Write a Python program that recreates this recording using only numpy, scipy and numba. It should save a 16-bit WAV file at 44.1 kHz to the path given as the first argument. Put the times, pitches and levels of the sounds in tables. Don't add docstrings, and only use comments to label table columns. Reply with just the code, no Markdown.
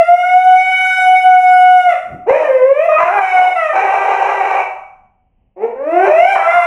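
import sys
import numpy as np
from scipy import signal
from scipy.fft import rfft, irfft, next_fast_len
from scipy.io import wavfile
from scipy.ndimage import uniform_filter1d, minimum_filter1d
from numba import njit

SR = 44100
rng = np.random.default_rng(int(sys.argv[2]) if len(sys.argv) > 2 else 0)


def volts_from_db(level):
    exponent = np.asarray(level, float) / 20
    return 10 ** exponent


def dump(signal):
    limited = np.clip(np.atleast_2d(signal).T, -1, 1)
    pcm = np.round(limited * 32767).astype(np.int16)
    wavfile.write(sys.argv[1], SR, pcm)


N = 293706
LEAD = SR // 2
STEP = 64

# f/Hz, level/dB
QUIET_ROOM = [(12, -40), (20, -4.5), (58, -15), (248, -24.5), (287, -35), (784, -33.5), (1380, -55.5),
              (2590, -46), (3000, -48.5), (3900, -86.5), (6600, -120)]
QUIET_ROOM_DB = -58.5
# t/s, peak level/dB
SHIFTS = [
    (2.144, -31.5),
    (2.309, -44),
]
RUSTLE_UP_DB_S, RUSTLE_DOWN_DB_S = 240, 198
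HAND_DB, HAND_STOPS_S, HAND_FADE_DB_S = -54, 0.72, 32.5

# f/Hz, time/s
ECHO_TIMES = [(300, 0.37), (1000, 0.64), (3000, 0.42), (9000, 0.58)]
DIRECT_DB, ROOM_DB, FIRST_WALL_S = -5.5, -5, 0.0066
NEXT_ROOM_DB, NEXT_ROOM_SLOWER = -37, 1.5
EVENNESS, EVEN_S = 0.34, 0.14
# t/s, depth/dB, half-length/s
CANCELLATIONS = [
    (.065, 14, .015),
    (.172, 14, .015),
    (.3, 4, .02),
    (.43, 6, .03),
    (.77, 14, .025),
    (.86, 6, .13),
    (.945, 12, .025),
    (1.225, 10, .025),
    (1.42, 7, .02),
    (3.29, 8, .04),
]
NULL_TOP_HZ = 1050

FOLD_MOTIONS = {"pure": (-60, -60, .005), "clear": (-45, -45, .025), "veiled": (-31, -36, .03),
                "split": (-18, -26, .06), "doubled": (-9, -1, .05), "cracked": (-20, -20, .2),
                "gruff": (-8, -14, .13), "harsh": (-2, -14, .25), "rasp": (-3, -14, .3),
                "growl": (-10, 0, .14), "snap": (-3, -6, .45)}
# f/Hz, level/dB
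THROAT_COLOUR = [(200, -23.5), (330, -5.5), (480, 6), (2400, -3.5), (2980, -19), (3300, -29), (3700, -31),
                 (4450, -46), (5400, -34), (6600, -40.5), (9200, -41.5), (11400, -40), (12600, -60.5),
                 (15500, -66)]
# f/Hz, level/dB
BREATH_COLOUR = [(285, -58), (350, -16.5), (790, -2.5), (950, -5), (1500, -16.5), (1750, -17), (2300, -6.5),
                 (2950, -18), (3250, -43.5), (3900, -29), (4600, -43.5), (6000, -31), (11500, -61),
                 (13000, -68)]
# t/s, pitch f/Hz, effort level/dB
HOWL_1 = [
    [(0.0, 682, -2), (0.18, 719, -2.5), (0.4, 739, -3), (0.67, 746, -3), (1.0, 744, -2.5), (1.2, 742, -2),
     (1.34, 736, -2), (1.73, 733, -1.5), (1.88, 716, -4)],
    [(1.885, 712, -10.5), (1.92, 660, -19), (1.95, 529, -28)],
]
HOWL_2 = [
    [(2.26, 318, -22.5), (2.295, 508, -5.5), (2.374, 662.5, -14.5), (2.47, 560, -11.5)],
    [(2.48, 535.7, -9.5), (2.608, 502.3, -11), (2.76, 582.7, -12), (2.87, 689, -7.5)],
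    [(2.885, 612.5, -14), (2.97, 630, -12)],
    [(2.975, 662.5, -12), (3.095, 711, -11)],
    [(3.1, 728, -9.5), (3.132, 821.7, -8.5), (3.2, 801, -3)],
    [(3.21, 758.7, -7.5), (3.422, 729.3, -4.5), (3.54, 729.4, -12.5)],
    [(3.555, 677.7, -18), (3.72, 591, -21.5)],
    [(3.725, 782, -14.5), (3.76, 767.6, -9), (4.3, 783.6, -11), (4.63, 765.4, -12)],
]
HOWL_3 = [
    [(5.56, 349.7, -32.5), (5.64, 457.5, -13), (5.76, 531, -41.5)],
    [(5.755, 499, -28), (5.926, 673.5, -11.5), (6.06, 794, -7.5)],
    [(6.05, 708.3, -9), (6.095, 619, -12.5)],
    [(6.07, 580.6, -8.5), (6.21, 696.6, 0.5), (6.304, 800, 0.5), (6.36, 753.6, -2)],
    [(6.35, 753.4, -5.5), (6.39, 660, -15)],
    [(6.39, 653, -15), (6.556, 702.7, -10.5), (6.66, 686.4, -9.5)],
]
# fold motion, mouth level/dB (1-1.7 kHz), ring level/dB (above)
MOUTH_SHAPES = [("pure", -19.5, -14.5), ("clear", -2.5, -1.5), ("cracked", -23.5, -16),
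                ("clear", -25, -16.5), ("clear", 2.5, -9), ("harsh", -7, -6.5), ("gruff", -13.5, -14),
                ("split", -18.5, -9), ("veiled", 2.1, -0.5), ("rasp", -18.5, -11.5), ("growl", -32.5, -24),
                ("doubled", -18.5, -17), ("snap", -16, -12.5), ("veiled", -27, -11), ("rasp", -8, -10.5),
                ("split", -1.5, -2.5)]
MOUTH_HZ, RING_HZ = 953.5, 1700
OPEN_DB_OCT, BRIGHT_DB_OCT = 18, 21
WIDEST_S, WIDE_FOR_S, WIDE_MOUTH_DB, WIDE_RING_DB = 0.92, 0.31, 5.5, 6.5
ONSET_GLIDE, ONSET_DB_S = .6, 61
FRAY_DB, FRAY_HZ, FRAY_HISS = 4, 3100, 3
FLICKER_DB, FLICKER_S = 2.5, .06

CEILING, RELEASE_S, ATTACK = .94, 0.074, 16


def on_log(hz, table):
    at, value = np.transpose(table)
    return np.interp(np.log(np.maximum(hz, 1)), np.log(at), value)


def coloured(table, size, lo_hz=0, hi_hz=SR):
    fast = next_fast_len(size)
    hz = np.arange(fast // 2 + 1) * SR / fast
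    gain = volts_from_db(on_log(hz, table))
    gain = gain / np.sqrt(np.mean(gain ** 2))
    gain = gain * (hz >= lo_hz) * (hz < hi_hz)
    return irfft(rfft(rng.standard_normal(fast)) * gain, fast)[:size]


def wobble(hz, size):
    x = signal.sosfilt(signal.butter(2, hz, fs=SR, output="sos"), rng.standard_normal(size))
    return x / np.std(x)


def room_tone():
    return volts_from_db(QUIET_ROOM_DB + 1.5 * wobble(2.7, N)) * coloured(QUIET_ROOM, N)


def hand():
    rumble = coloured([(20, -2.5), (45, -6.0), (90, -16.0), (260, -18.5), (500, -52), (1000, -94.5)], N)
    still_s = np.maximum(np.arange(N) / SR - HAND_STOPS_S, 0)
    return volts_from_db(HAND_DB - HAND_FADE_DB_S * still_s) * rumble


def rustle():
    t = np.arange(N) / SR
    rubbing = coloured([(30, -29.5), (60, -3.5), (250, -2.5), (600, -12.5), (2000, -59.5)], N)
    swells = [volts_from_db(db + np.minimum(RUSTLE_UP_DB_S * (t - s), RUSTLE_DOWN_DB_S * (s - t))) for s, db in SHIFTS]
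    return rubbing * sum(swells)


def even_out(response):
    size = 4 * SR
    bins = rfft(response, size)
    cepstrum = irfft(np.log(np.abs(bins) + 1e-3))
    cepstrum[1:2 * SR] *= 2
    cepstrum[2 * SR + 1:] = 0
    smooth = rfft(cepstrum * np.exp(-np.arange(size) / SR / EVEN_S))
    return irfft(bins * np.exp(-EVENNESS * smooth))[:SR]


def room():
    t = np.arange(SR) / SR
    tail = np.zeros(SR)
    for hz in 125 * 2. ** np.arange(7):
        band = signal.butter(2, [hz / np.sqrt(2), hz * np.sqrt(2)], "bandpass", fs=SR, output="sos")
        fade = volts_from_db(-60 * t / on_log(hz, ECHO_TIMES))
        next_room = volts_from_db(NEXT_ROOM_DB) * fade ** (1 / NEXT_ROOM_SLOWER)
        tail += signal.sosfilt(band, rng.standard_normal(SR)) * (fade + next_room)
    tail *= np.clip(t / FIRST_WALL_S - 1, 0, 1)
    tail *= volts_from_db(ROOM_DB) / np.sqrt(np.sum(tail ** 2))
    tail[0] = volts_from_db(DIRECT_DB)
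    return even_out(tail)


def cancel_lowest(heard):
    t = np.arange(N) / SR
    low = signal.sosfiltfilt(signal.butter(4, NULL_TOP_HZ, fs=SR, output="sos"), heard)
    null_db = sum(db * np.exp(-((t - s) / wide_s) ** 2) for s, db, wide_s in CANCELLATIONS)
    return heard - low * (1 - volts_from_db(-null_db))


def fray(hoarse):
    return min(hoarse / .03, 1)


@njit
def lines(turns, gains, step):
    y = np.zeros(len(turns))
    for i in range(len(turns)):
        turn = np.exp(2j * np.pi * turns[i])
        z, row, part = turn, i // step, (i % step) / step
        for k in range(gains.shape[1]):
            y[i] += z.imag * (gains[row, k] + part * (gains[row + 1, k] - gains[row, k]))
            z *= turn
    return y


def folds(hz, mouth_db, ring_db, half_db, lowest_db, hoarse):
    size = len(hz) - STEP
    shake = 0.0024 * wobble(30, size) + .05 * hoarse * wobble(160, size) + .07 * hoarse * wobble(14, size)
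    turns = np.cumsum(hz[:size] * (1 + shake)) / SR / 2
    multiple = np.arange(1, 43)
    line_hz = hz[::STEP, None] * multiple / 2
    opened = 1 / (1 + np.exp(np.log(MOUTH_HZ / line_hz) / 0.19))
    ringing = 1 / (1 + np.exp(np.log(RING_HZ / line_hz) / 0.05))
    shape_db = mouth_db[::STEP, None] * (opened - ringing) + ring_db[::STEP, None] * ringing
    gains = volts_from_db(shape_db + half_db * (multiple % 2)) * (line_hz < .4 * SR)
    gains *= volts_from_db(-FRAY_DB * fray(hoarse) / (1 + (FRAY_HZ / line_hz) ** 20))
    rows = int(FLICKER_S * SR / STEP)
    flicker = uniform_filter1d(rng.standard_normal(gains.shape), size=rows, axis=0)
    flicker = uniform_filter1d(flicker, size=rows, axis=0)
    gains *= volts_from_db(FLICKER_DB * np.sqrt(1.5 * rows) * flicker * (multiple > 2))
    gains[:, 0] *= volts_from_db(lowest_db - half_db)
    return np.sqrt(2) * lines(turns, gains, STEP) * (1 + 0.6 * hoarse * wobble(170, size))


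def throat(voice, lowest_hz):
    size = len(voice)
    fast = next_fast_len(size + SR // 10)
    bin_hz = np.arange(fast // 2 + 1) * SR / fast
    passed = volts_from_db(on_log(bin_hz, THROAT_COLOUR)) / (1 + (0.52 * lowest_hz / (bin_hz + 1)) ** 10)
    return irfft(rfft(voice, fast) * passed, fast)[:size]


def breath(mouth_db, ring_db, hoarse):
    size = len(mouth_db)
    air = coloured(BREATH_COLOUR, size, hi_hz=MOUTH_HZ)
    air = air + volts_from_db(mouth_db + 16.5) * coloured(BREATH_COLOUR, size, lo_hz=MOUTH_HZ, hi_hz=RING_HZ)
    air = air + volts_from_db(ring_db + 0.5) * coloured(BREATH_COLOUR, size, lo_hz=RING_HZ)
    air *= volts_from_db(3.9 * wobble(35, size))
    hiss = 0.04 * (1 + FRAY_HISS * fray(hoarse)) * volts_from_db(ring_db)
    hiss = hiss * coloured(BREATH_COLOUR, size, lo_hz=2 * RING_HZ)
    return 1.745 * hoarse * air + hiss


def register(glide, half_db, lowest_db, hoarse, mouth_db, ring_db):
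    s, pitch_hz, effort_db = np.transpose(glide)
    start = 0 if s[0] < .01 else LEAD + int(s[0] * SR)
    end = min(LEAD + int(s[-1] * SR), LEAD + N)
    t = (np.arange(start, end + STEP) - LEAD) / SR
    size = len(t) - STEP
    hz, level_db = np.interp(t, s, pitch_hz), np.interp(t, s, effort_db)
    wide = np.exp(-((t - WIDEST_S) / WIDE_FOR_S) ** 2)
    climb = np.log2(hz / pitch_hz.mean())
    mouth_db = mouth_db + OPEN_DB_OCT * climb + WIDE_MOUTH_DB * wide
    ring_db = ring_db + BRIGHT_DB_OCT * climb + WIDE_RING_DB * wide
    before_s = np.minimum(t, 0)
    hz, level_db = hz * (1 + ONSET_GLIDE * before_s), level_db + ONSET_DB_S * before_s
    voice = throat(folds(hz, mouth_db, ring_db, half_db, lowest_db, hoarse), pitch_hz.min())
    sound = np.sqrt(1 - hoarse) * voice + breath(mouth_db[:size], ring_db[:size], hoarse)
    edge = np.clip(np.minimum(t - t[0], t[size] - t)[:size] / 0.0079, 0, 1)
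    out = np.zeros(LEAD + N)
    out[start:start + size] = volts_from_db(level_db[:size]) * edge * sound
    return out


def dog():
    glides = HOWL_1 + HOWL_2 + HOWL_3
    return sum(register(glide, *FOLD_MOTIONS[motion], mouth_db, ring_db)
               for glide, (motion, mouth_db, ring_db) in zip(glides, MOUTH_SHAPES))


def scene():
    heard = signal.fftconvolve(dog(), room())[LEAD:LEAD + N]
    return (cancel_lowest(heard) + room_tone() + rustle() + hand())[None]


@njit
def follow(x, ceiling, release):
    y, e = np.empty(len(x)), ceiling
    for i in range(len(x)):
        e = max(abs(x[i]), e + (ceiling - e) * release)
        y[i] = e
    return y


def limit(x):
    gain = CEILING / follow(x, CEILING, 1 / (RELEASE_S * SR))
    lowest = minimum_filter1d(gain, size=ATTACK)
    return x * uniform_filter1d(lowest, size=ATTACK)


def low_pass(x):
    return signal.sosfilt(signal.butter(12, 15700, fs=SR, output="sos"), x)


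def record(dry):
    mix = limit(dry[0])[None]
    return low_pass(mix)


dry = scene()
out = record(dry)
dump(out)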